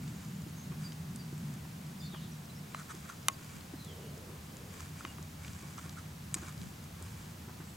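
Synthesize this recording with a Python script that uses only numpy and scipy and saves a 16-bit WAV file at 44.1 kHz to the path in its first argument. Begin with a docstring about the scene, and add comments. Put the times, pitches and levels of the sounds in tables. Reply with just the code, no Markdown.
"""Seen from a hand-held camera: hiss and a distant rumble (coloured noise, wavering tones) run throughout, with light breeze.
From the start fingers rub the plastic case (grains in resonances), a bird trills (gliding tones), small ticks
sound (tiny bursts) and a horse trots on sand: damped low tones for the hooves, soft noise for thrown sand.
From about 2 s knocks ring the case, the loudest near 3.3 s, followed by faint squeaks; the zoom whirrs
(narrow noise) twice from 3.8 s, and a small lever snaps back near 6.3 s with a low thump of the case."""
import sys
import numpy as np
from scipy import signal
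from scipy.fft import rfft, irfft, next_fast_len
from scipy.io import wavfile
from scipy.ndimage import uniform_filter1d

SR = 44100
rng = np.random.default_rng(int(sys.argv[2]) if len(sys.argv) > 2 else 0)


def dump(signal):
    """Clip the signal to [-1, 1] and save it as 16-bit WAV at the path in sys.argv[1]."""
    limited = np.clip(np.atleast_2d(signal).T, -1, 1)
    pcm = np.round(limited * 32767).astype(np.int16)
    wavfile.write(sys.argv[1], SR, pcm)


N = 342415
TIME = np.arange(N) / SR


def amp(db):
    """Turn decibels into a gain."""
    return 10 ** (np.asarray(db) / 20)


def unit(x):
    """Scale to an average (rms) strength of 1."""
    return x / np.sqrt(np.mean(x ** 2))


def curve(rows):
    """Join (time, value) points by straight lines."""
    times, values = np.transpose(rows)
    return np.interp(TIME, times, values)


def colour(x, points):
    """Shape the spectrum by (Hz, dB) points joined along a logarithmic pitch scale."""
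    point_hz, point_db = np.transpose(points)
    size = next_fast_len(N)
    hz = np.maximum(np.arange(size // 2 + 1) * SR / size, 1)
    gain = amp(np.interp(np.log(hz), np.log(point_hz), point_db))
    return irfft(rfft(x, size) * gain, size)[:N]


def band(x, hz, width):
    """One resonance, with gain 1 at its centre."""
    hz = min(hz, SR / 2 - 1000)
    sharpness = hz / min(width, SR / 4)
    return signal.lfilter(*signal.iirpeak(hz, sharpness, fs=SR), x)


def body(x, modes):
    """Drive several resonances, as a solid object rings at several pitches."""
    return sum(amp(db) * band(x, hz, width) for hz, width, db in modes)


def low_cut(x, hz):
    """Take out the bass: small things radiate little of it."""
    return signal.sosfilt(signal.butter(4, hz, "high", fs=SR, output="sos"), x)


def high_cut(x, hz):
    """Soften the treble gently, as a soft contact does."""
    return signal.sosfilt(signal.butter(2, min(hz, SR * .45), fs=SR, output="sos"), x)


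def walk(rate):
    """Slow random wavering with a spread near 1; rate is new random points per second."""
    knots = rng.standard_normal(256)
    return np.interp(TIME * rate, np.arange(len(knots)), knots, period=len(knots))


def grains(size, spread_db):
    """Dense tiny impacts of very unequal strength."""
    strength_db = spread_db * np.minimum(rng.exponential(size=size), 6)
    return unit(rng.standard_normal(size) * amp(strength_db))


def swell(t, length):
    """A smooth rise and fall."""
    return np.sin(np.pi * np.clip(t / length, 0, 1))


def hold(s, length, attack_s, release_s):
    """Rise from a start time, hold, and die away after the length."""
    t = TIME - s
    return np.clip(t / attack_s, 0, 1) * np.exp(-np.maximum(t - length, 0) / release_s)


def add(track, s, sound):
    """Mix a sound in at a time in seconds."""
    i = max(int(s * SR), 0)
    track[i:i + len(sound)] += sound[:max(N - i, 0)]


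def click(hz, decay_s, spread):
    """A tiny contact: a fast-dying burst in one broad resonance, scaled to peak 1."""
    t = TIME[:SR // 20]
    burst = np.sign(rng.standard_normal(len(t))) * np.exp(-t / decay_s)
    ringing = band(burst, hz, spread * hz)
    y = high_cut(low_cut(ringing, hz / 3), hz=11000)
    return y / np.abs(y).max()


def whistle(length, from_hz, to_hz, rasp):
    """One gliding tone that swells and fades; rasp shakes its pitch."""
    t = TIME[:SR // 4]
    wobble = unit(uniform_filter1d(rng.standard_normal(len(t)), size=80))
    hz = np.interp(t, [0, length], [from_hz, to_hz]) * (1 + rasp * wobble)
    return swell(t, length) * np.sin(2 * np.pi * np.cumsum(hz) / SR)


# how far the two sides differ, before each source's own trim: pitch_hz, side_minus_middle_db
STEREO_WIDTH = [(25, -15), (60, -21), (110, -24), (200, -20), (380, -4), (700, -.5), (1290, -2), (2380, -4),
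                (4400, -7), (7500, -11), (10000, -19), (15000, -32)]


def stereo(source, side_db):
    """Two close microphone ports: alike in the bass and top, partly unrelated in the middle."""
    middle = source()
    side = colour(source(), STEREO_WIDTH)  # a second, independent draw
    return middle + amp(side_db) * side * np.array([[1], [-1]])


def through_shell(x, side_db):
    """Case-borne sound reaches the two ports out of step."""
    quarter_turn = np.imag(signal.hilbert(x, next_fast_len(N)))[:N]
    return x + amp(side_db) * colour(quarter_turn, STEREO_WIDTH) * np.array([[1], [-1]])


# colour of the hiss: pitch_hz, relative_level_db (per Hz)
AIR_COLOUR = [(40, -11), (120, -2.5), (280, -2), (400, -8.5), (560, -11.5), (800, -11), (1200, -12.5),
              (2100, -15.5), (3200, -17), (5000, -18), (7000, -18.5), (9000, -21), (12000, -21.5),
              (15500, -23)]
AIR_DB = -53.5


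def air():
    """Even hiss of distant leaves and of the microphone: coloured noise that sways very slightly."""
    sway_db = .25 * walk(rate=1.5)
    return unit(colour(rng.standard_normal(N), AIR_COLOUR)) * amp(AIR_DB + sway_db)


# colour of the deep part of the rumble: pitch_hz, relative_level_db
DEEP_COLOUR = [(20, -30), (35, -24), (50, -10), (66, 1), (86, 11.5), (102, 4), (120, 7), (150, -24),
               (220, -40), (600, -72)]
# level of the deep part, before its random waver: time_s, level_db
DEEP_LEVEL_POINTS = [(0, -53), (1.4, -55.5), (1.7, -52.5), (2.7, -56.5), (3.6, -53), (4.4, -54), (5.2, -52),
                     (7.76, -50.8)]
# colour of the noise in the drone above it: pitch_hz, relative_level_db
DRONE_COLOUR = [(70, -38), (115, -11), (138, -1), (152, 2.5), (175, -2), (200, -4), (240, -11.5),
                (300, -21.5), (420, -32.5), (800, -59), (2000, -83)]
# level of the drone noise, before throb and waver: time_s, level_db
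DRONE_LEVEL_POINTS = [(0, -44.5), (1.5, -44.7), (1.68, -48), (2.2, -46.3), (2.7, -50), (3.35, -53),
                      (4.8, -51.5), (6.5, -49.5), (7.76, -51.5)]
# narrow tones that sing in the drone: pitch_hz, pitch_wander_hz, relative_level_db
SINGING_TONES = [(150.5, 5, 0), (173, 5, -6), (237, 5, -12), (301, 6, -21)]
DRONE_TONE_DB = -7  # all tones together, against the drone noise
DEEP_WAVER_DB, DRONE_WAVER_DB = 1.0, .6
# the throb: swells per second, time of one crest, depth at the start, time scale of its fading
THROB_HZ, THROB_CREST_S, THROB_DB, THROB_FADE_S = 2.7, .39, 2.6, 2.6


def rumble():
    """Far-off machinery or traffic: deep noise and a drone with wavering tones, whose throb fades."""
    depth_db = THROB_DB * np.exp(-(TIME / THROB_FADE_S) ** 2)
    throb_db = depth_db * np.cos(2 * np.pi * THROB_HZ * (TIME - THROB_CREST_S))
    deep_db = curve(DEEP_LEVEL_POINTS) + DEEP_WAVER_DB * walk(rate=6)
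    deep = unit(colour(rng.standard_normal(N), DEEP_COLOUR)) * amp(deep_db)
    tones = np.zeros(N)
    for hz, wander_hz, db in SINGING_TONES:
        pitch = hz + wander_hz * walk(rate=20)
        tones += amp(db) * np.sin(2 * np.pi * np.cumsum(pitch) / SR)
    drone = unit(colour(rng.standard_normal(N), DRONE_COLOUR)) + amp(DRONE_TONE_DB) * unit(tones)
    drone_db = curve(DRONE_LEVEL_POINTS) + throb_db + DRONE_WAVER_DB * walk(rate=6)
    return deep + drone * amp(drone_db)


# colour of the breeze: pitch_hz, relative_level_db
BREEZE_SPECTRUM = [(20, -18), (70, -6), (140, 0), (260, -3), (500, -29), (1500, -64)]
# puffs of breeze on the microphone ports: middle_s, length_s, level_db
BREEZE_PUFFS = [(0.472, .04, -57), (3.57, .1, -55), (5.5, .05, -54), (6.64, 0.14, -50.5)]
CALM_DB = -72.5  # level between puffs


def breeze():
    """Light air eddies at each port on its own, with a few short puffs."""
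    strength = amp(CALM_DB)
    for middle_s, length, db in BREEZE_PUFFS:
        strength = strength + amp(db) * swell(TIME - middle_s + length / 2, length)
    ports = [unit(colour(rng.standard_normal(N), BREEZE_SPECTRUM)) for _ in range(2)]
    return np.array(ports) * strength


# the hand shifts its grip, before rub_db and the unsteadiness: start_s, length_s, level_db
GRIP_SHIFTS = [(0, .25, -64), (0.768, 0.066, -58.5), (1.386, 0.073, -61.5), (2.678, 0.43, -64),
               (3.37, .16, -59), (4.69, .15, -55.5), (4.93, .16, -56.5), (5.377, .5, -59.5),
               (6.29, .2, -57.5), (6.577, .1, -65), (6.948, .3, -64.5)]
# what the gripping hand makes ring: pitch_hz, width_hz, relative_level_db
GRIP_RESONANCES = [(1093, 83, 8), (1540, 810, 5.5), (2284, 114, 7), (3100, 1100, -6), (4830, 91, 5),
                   (6600, 2200, 2.5), (7500, 250, -7.5), (9200, 1400, -36.5)]
# short finger slips, before slip_db: middle_s, length_s, level_db
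FINGER_SLIPS = [(2.793, 0.078, -52), (2.909, 0.042, -44.5), (3.055, 0.036, -53.5), (3.098, 0.036, -49),
                (3.126, .03, -56), (5.011, 0.023, -54), (5.787, 0.026, -48.5), (5.849, 0.046, -57),
                (5.984, 0.043, -51), (6.435, 0.04, -54), (6.489, 0.048, -54)]
# what a slipping finger makes ring: pitch_hz, width_hz, relative_level_db
SLIP_RESONANCES = [(1330, 240, 0), (3300, 700, -22), (6100, 700, -17), (7500, 1100, -19)]
RUB_ATTACK_S, RUB_RELEASE_S = .06, .055
RESTING_HAND_DB = -71  # constant faint rub, also before rub_db


def fingers(slip_db=1.0, rub_db=0.1):
    """Skin sticks and slips on plastic: dense grains in the resonances of the case."""
    pressure = sum(amp(db) * swell(TIME - middle_s + length / 2, length)
                   for middle_s, length, db in FINGER_SLIPS)
    grip = amp(RESTING_HAND_DB) + sum(amp(db) * hold(s, length, RUB_ATTACK_S, RUB_RELEASE_S)
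                                      for s, length, db in GRIP_SHIFTS)
    slips = unit(low_cut(body(grains(N, spread_db=4.4), SLIP_RESONANCES), hz=1000))
    rub = unit(low_cut(body(grains(N, spread_db=5.0), GRIP_RESONANCES), hz=900))
    unsteady_db = 2.2 * walk(rate=30)
    both = amp(slip_db) * pressure * slips + grip * rub * amp(rub_db + unsteady_db)
    return high_cut(both, hz=9900)


# bird calls, before echoes: start_s, length_s, start_hz, end_hz, level_db, rasp (share of the pitch)
BIRD_CALLS = [(.546, .11, 6320, 6420, -56.5, .025), (.833, 0.053, 4850, 4680, -48.5, .007),
              (1.179, .05, 4760, 4620, -53.5, .005), (1.995, .027, 4930, 4830, -51.5, .012),
              (2.006, 0.074, 3560, 3620, -54, .011), (2.0, .065, 7100, 7200, -59.5, .012),
              (2.017, 0.078, 4500, 4390, -54.5, 0.05), (2.082, .13, 4160, 2556, -55.5, .035),
              (2.167, .12, 4240, 3290, -59, .09), (2.31, .03, 5900, 5700, -58, .005),
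              (2.488, .03, 3980, 4060, -57, .005), (2.544, .05, 5230, 5560, -59, .023),
              (2.729, .06, 4000, 4080, -58, .01), (3.761, .11, 4120, 3970, -57.5, .028),
              (3.859, .09, 3430, 3020, -56, .035), (3.971, 0.16, 2950, 3030, -63, .06),
              (7.6, .19, 7700, 7900, -64, .016)]
# one bird opens with a thin trill of even upslurs, each a little louder
TRILL_COUNT = 8
TRILL_START_S, TRILL_STEP_S, TRILL_NOTE_S = .011, .0655, .028
TRILL_FROM_HZ, TRILL_TO_HZ, TRILL_RASP = 6850, 7240, .008
TRILL_DB, TRILL_GROWTH_DB = -63, 0.4  # first note; gain per note


def birds(echo_db=-5, echo_s=0.05):
    """A trill and gliding whistles, some pure and some rasping, smeared by echoes off trunks and leaves."""
    calls, t = np.zeros(N), TIME[:SR // 4]
    for k in range(TRILL_COUNT):
        upslur = whistle(TRILL_NOTE_S, TRILL_FROM_HZ, TRILL_TO_HZ, TRILL_RASP)
        add(calls, TRILL_START_S + k * TRILL_STEP_S, amp(TRILL_DB + k * TRILL_GROWTH_DB) * upslur)
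    for s, length, from_hz, to_hz, db, rasp in BIRD_CALLS:
        add(calls, s, amp(db) * whistle(length, from_hz, to_hz, rasp))
    trees = rng.standard_normal(len(t)) * np.exp(-t / echo_s)
    echoes = signal.fftconvolve(calls, trees / np.linalg.norm(trees))[:N]
    return calls + amp(echo_db) * echoes


# the clearest dry ticks: start_s, peak_db, pitch_hz
CLEAR_TICKS = [(.078, -41.5, 3220), (.921, -41.5, 3370), (1.1595, -36.5, 8200), (1.379, -42, 7500),
               (1.539, -41.5, 6500), (2.747, -41, 6960), (2.9503, -43, 6040), (3.608, -42.5, 3760),
               (3.847, -40, 7700), (4.5683, -37, 6600), (4.8053, -38, 7000), (5.2267, -41, 6500),
               (5.4474, -38, 2320), (5.4802, -38.5, 3260), (5.778, -40, 6440), (5.8944, -37, 4940),
               (6.578, -41.5, 4350), (6.616, -41, 4500), (7.0247, -37.5, 7500)]
# a small lever snaps back and chatters: start_s, peak_db (before its treble is softened), pitch_hz, decay_s
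LEVER_CLICKS = [(6.3426, -15, 7100, .00035), (6.3440, -24, 6600, .0007), (6.343, -30, 2150, .0025),
                (6.3480, -27, 7800, .001), (6.3498, -27.5, 7800, .0022)]
# fainter ticks at random times, their pitch scattered up to so many octaves either way
STRAY_TICK_COUNT = 14
STRAY_TICK_DB, STRAY_TICK_HZ, STRAY_TICK_OCTAVES = -46, 6000, 0.37


def ticks(tick_spread=.45, lever_spread=0.27, tick_s=0.0019, lever_top_hz=12500):
    """Tiny contacts, each a short burst in one resonance: ticks, faint strays, and the lever."""
    out = np.zeros(N)
    for s, db, hz in CLEAR_TICKS:
        add(out, s, amp(db) * click(hz, tick_s, tick_spread))
    for s, db, hz, decay_s in LEVER_CLICKS:
        add(out, s, amp(db) * high_cut(click(hz, decay_s, lever_spread), lever_top_hz))
    for when, pitch in rng.random((STRAY_TICK_COUNT, 2)):
        hz = STRAY_TICK_HZ * 2 ** (STRAY_TICK_OCTAVES * (2 * pitch - 1))
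        add(out, when * N / SR, amp(STRAY_TICK_DB) * click(hz, tick_s, tick_spread))
    return out


# hoof falls, and one low thump of the case at 6.361 s: start_s, thud_db, soft_noise_db (thrown sand for a hoof)
THUDS = [(.079, -52, -62), (.464, -40.5, -63), (.715, -48, -53), (1.327, -42, -64), (1.644, -56, -58.5),
         (2.136, -43, -52.5), (2.944, -43.5, -60), (3.737, -35, -63), (4.125, -48, -68), (4.29, -42, -59),
         (5.045, -41.5, -60), (5.19, -45.5, -64), (5.63, -48, -55.5), (5.856, -50, -55), (6.361, -39, -53),
         (6.426, -41, -52), (7.011, -45, -57), (7.479, -46.5, -54), (7.6, -43.5, -56)]
# a heavier hoof packs more sand and sounds lower: pitch at a typical strength, and its fall with strength
THUD_HZ, TYPICAL_THUD_DB, THUD_OCTAVES_PER_DB = 345, -44, .035


def hooves_and_case_thump(thud_s=0.0028, noise_hz=950, noise_width=700, noise_s=0.0097, noise_top_hz=2600):
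    """A hoof packs sand with a damped thud and grains scatter; the case thump is built the same way."""
    out, t = np.zeros(N), TIME[:SR // 4]
    for s, db, noise_db in THUDS:
        lightness_db = min(TYPICAL_THUD_DB - db, 2)  # light thuds rise in pitch only so far
        hz = THUD_HZ * 2 ** (THUD_OCTAVES_PER_DB * lightness_db)
        push = t / thud_s * np.exp(1 - t / thud_s)
        thud = push * np.sin(2 * np.pi * (hz * t + rng.random()))
        spray = high_cut(band(grains(len(t), spread_db=4.5), noise_hz, noise_width), noise_top_hz)
        soft_noise = unit(spray) * t / noise_s * np.exp(1 - t / noise_s)
        add(out, s, amp(db) * thud + amp(noise_db) * soft_noise)
    return out


# knocks on the case: start_s, peak_db (before the after-ring), hardness_hz (treble limit of the contact)
CASE_KNOCKS = [(2.146, -39, 1800), (2.746, -29, 1200), (3.095, -44, 1400), (3.2840, -8.5, 15000),
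               (3.2975, -36, 800), (4.804, -40.5, 2000), (5.05, -29.5, 2800), (5.183, -42, 1400),
               (5.781, -39.5, 1500), (6.3418, -41, 1000), (6.4207, -47, 2000)]
# what the case rings with: pitch_hz, width_hz, relative_level_db
CASE_RESONANCES = [(610, 340, -9.5), (1056, 143, 1), (1250, 220, 0.5), (2090, 83, 0), (2410, 95, -3),
                   (2950, 270, -1), (3740, 150, -3), (4440, 250, -6), (5660, 230, -6), (6370, 220, -1),
                   (7630, 280, -5), (8750, 240, -4), (10500, 360, -3), (12100, 420, -12),
                   (13700, 1300, -16)]
# small metal parts that ring on: pitch_hz, level_db (against the knock's peak), time_to_fall_60_db_s
METAL_RING = [(1082, -33, .16), (2638, -50, .2), (6690, -53, .3)]


def knocks(crush_s=0.00036, crush=0.06, cut_hz=650):
    """The case is knocked: softer contacts excite mostly its low modes; metal parts ring on faintly."""
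    out, t = np.zeros(N), TIME[:SR // 3]
    for s, db, hard_hz in CASE_KNOCKS:
        push = crush * rng.standard_normal(len(t)) * np.exp(-t / crush_s)
        push[0] += 1
        push = high_cut(push, hard_hz)
        # neighbouring modes of the shell move in opposite directions
        shell = sum((-1) ** k * body(push, [mode]) for k, mode in enumerate(CASE_RESONANCES))
        knock = low_cut(shell, cut_hz)
        ring = sum(amp(level - 60 * t / t60) * np.sin(2 * np.pi * hz * t) for hz, level, t60 in METAL_RING)
        add(out, s, amp(db) * (knock / np.abs(knock).max() + ring))
    return out


# faint squeaks of the case as the pressure eases after a click: start_s, length_s, pitch_hz, level_db
CASE_SQUEAKS = [(3.32, .022, 6720, -56), (3.325, .03, 4700, -57), (5.06, .072, 2840, -56),
                (6.371, .024, 6700, -53), (6.408, .022, 7080, -58)]
SQUEAK_RASP = 0.0065  # share of the pitch


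def squeaks():
    """Plastic creeps on plastic: a short tone with a nearly steady pitch."""
    out = np.zeros(N)
    for s, length, hz, db in CASE_SQUEAKS:
        add(out, s, amp(db) * whistle(length, hz, hz, SQUEAK_RASP))
    return out


# runs of the zoom motor: start_s, length_s, level_db
ZOOM_RUNS = [(3.828, .51, -57), (4.498, 0.27, -59.5)]
ZOOM_SPIN_UP_S, ZOOM_RUN_DOWN_S = 0.043, .04


def zoom():
    """The lens drive whirrs, low and rough: noise through two close resonances."""
    whirr = band(band(rng.standard_normal(N), hz=435, width=165), hz=432, width=260)
    strength = sum(amp(db) * hold(s, length, ZOOM_SPIN_UP_S, ZOOM_RUN_DOWN_S) for s, length, db in ZOOM_RUNS)
    return unit(whirr) * strength


def scene():
    """The arena, and the camera in the hand."""
    background = stereo(air, side_db=1) + stereo(rumble, side_db=-6.5) + breeze()
    events = stereo(birds, side_db=-5.5) + stereo(hooves_and_case_thump, side_db=-10)
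    handling = stereo(fingers, side_db=-3) + through_shell(ticks(), side_db=-2)
    handling = handling + through_shell(knocks(), side_db=-1.5) + squeaks()
    return background + events + handling + stereo(zoom, side_db=-11)


TOP_HZ = 15800


def record(dry):
    """The recorder cuts the top steeply."""
    return signal.sosfilt(signal.ellip(10, .1, 70, TOP_HZ, fs=SR, output="sos"), dry)


dry = scene()
out = record(dry)
dump(out)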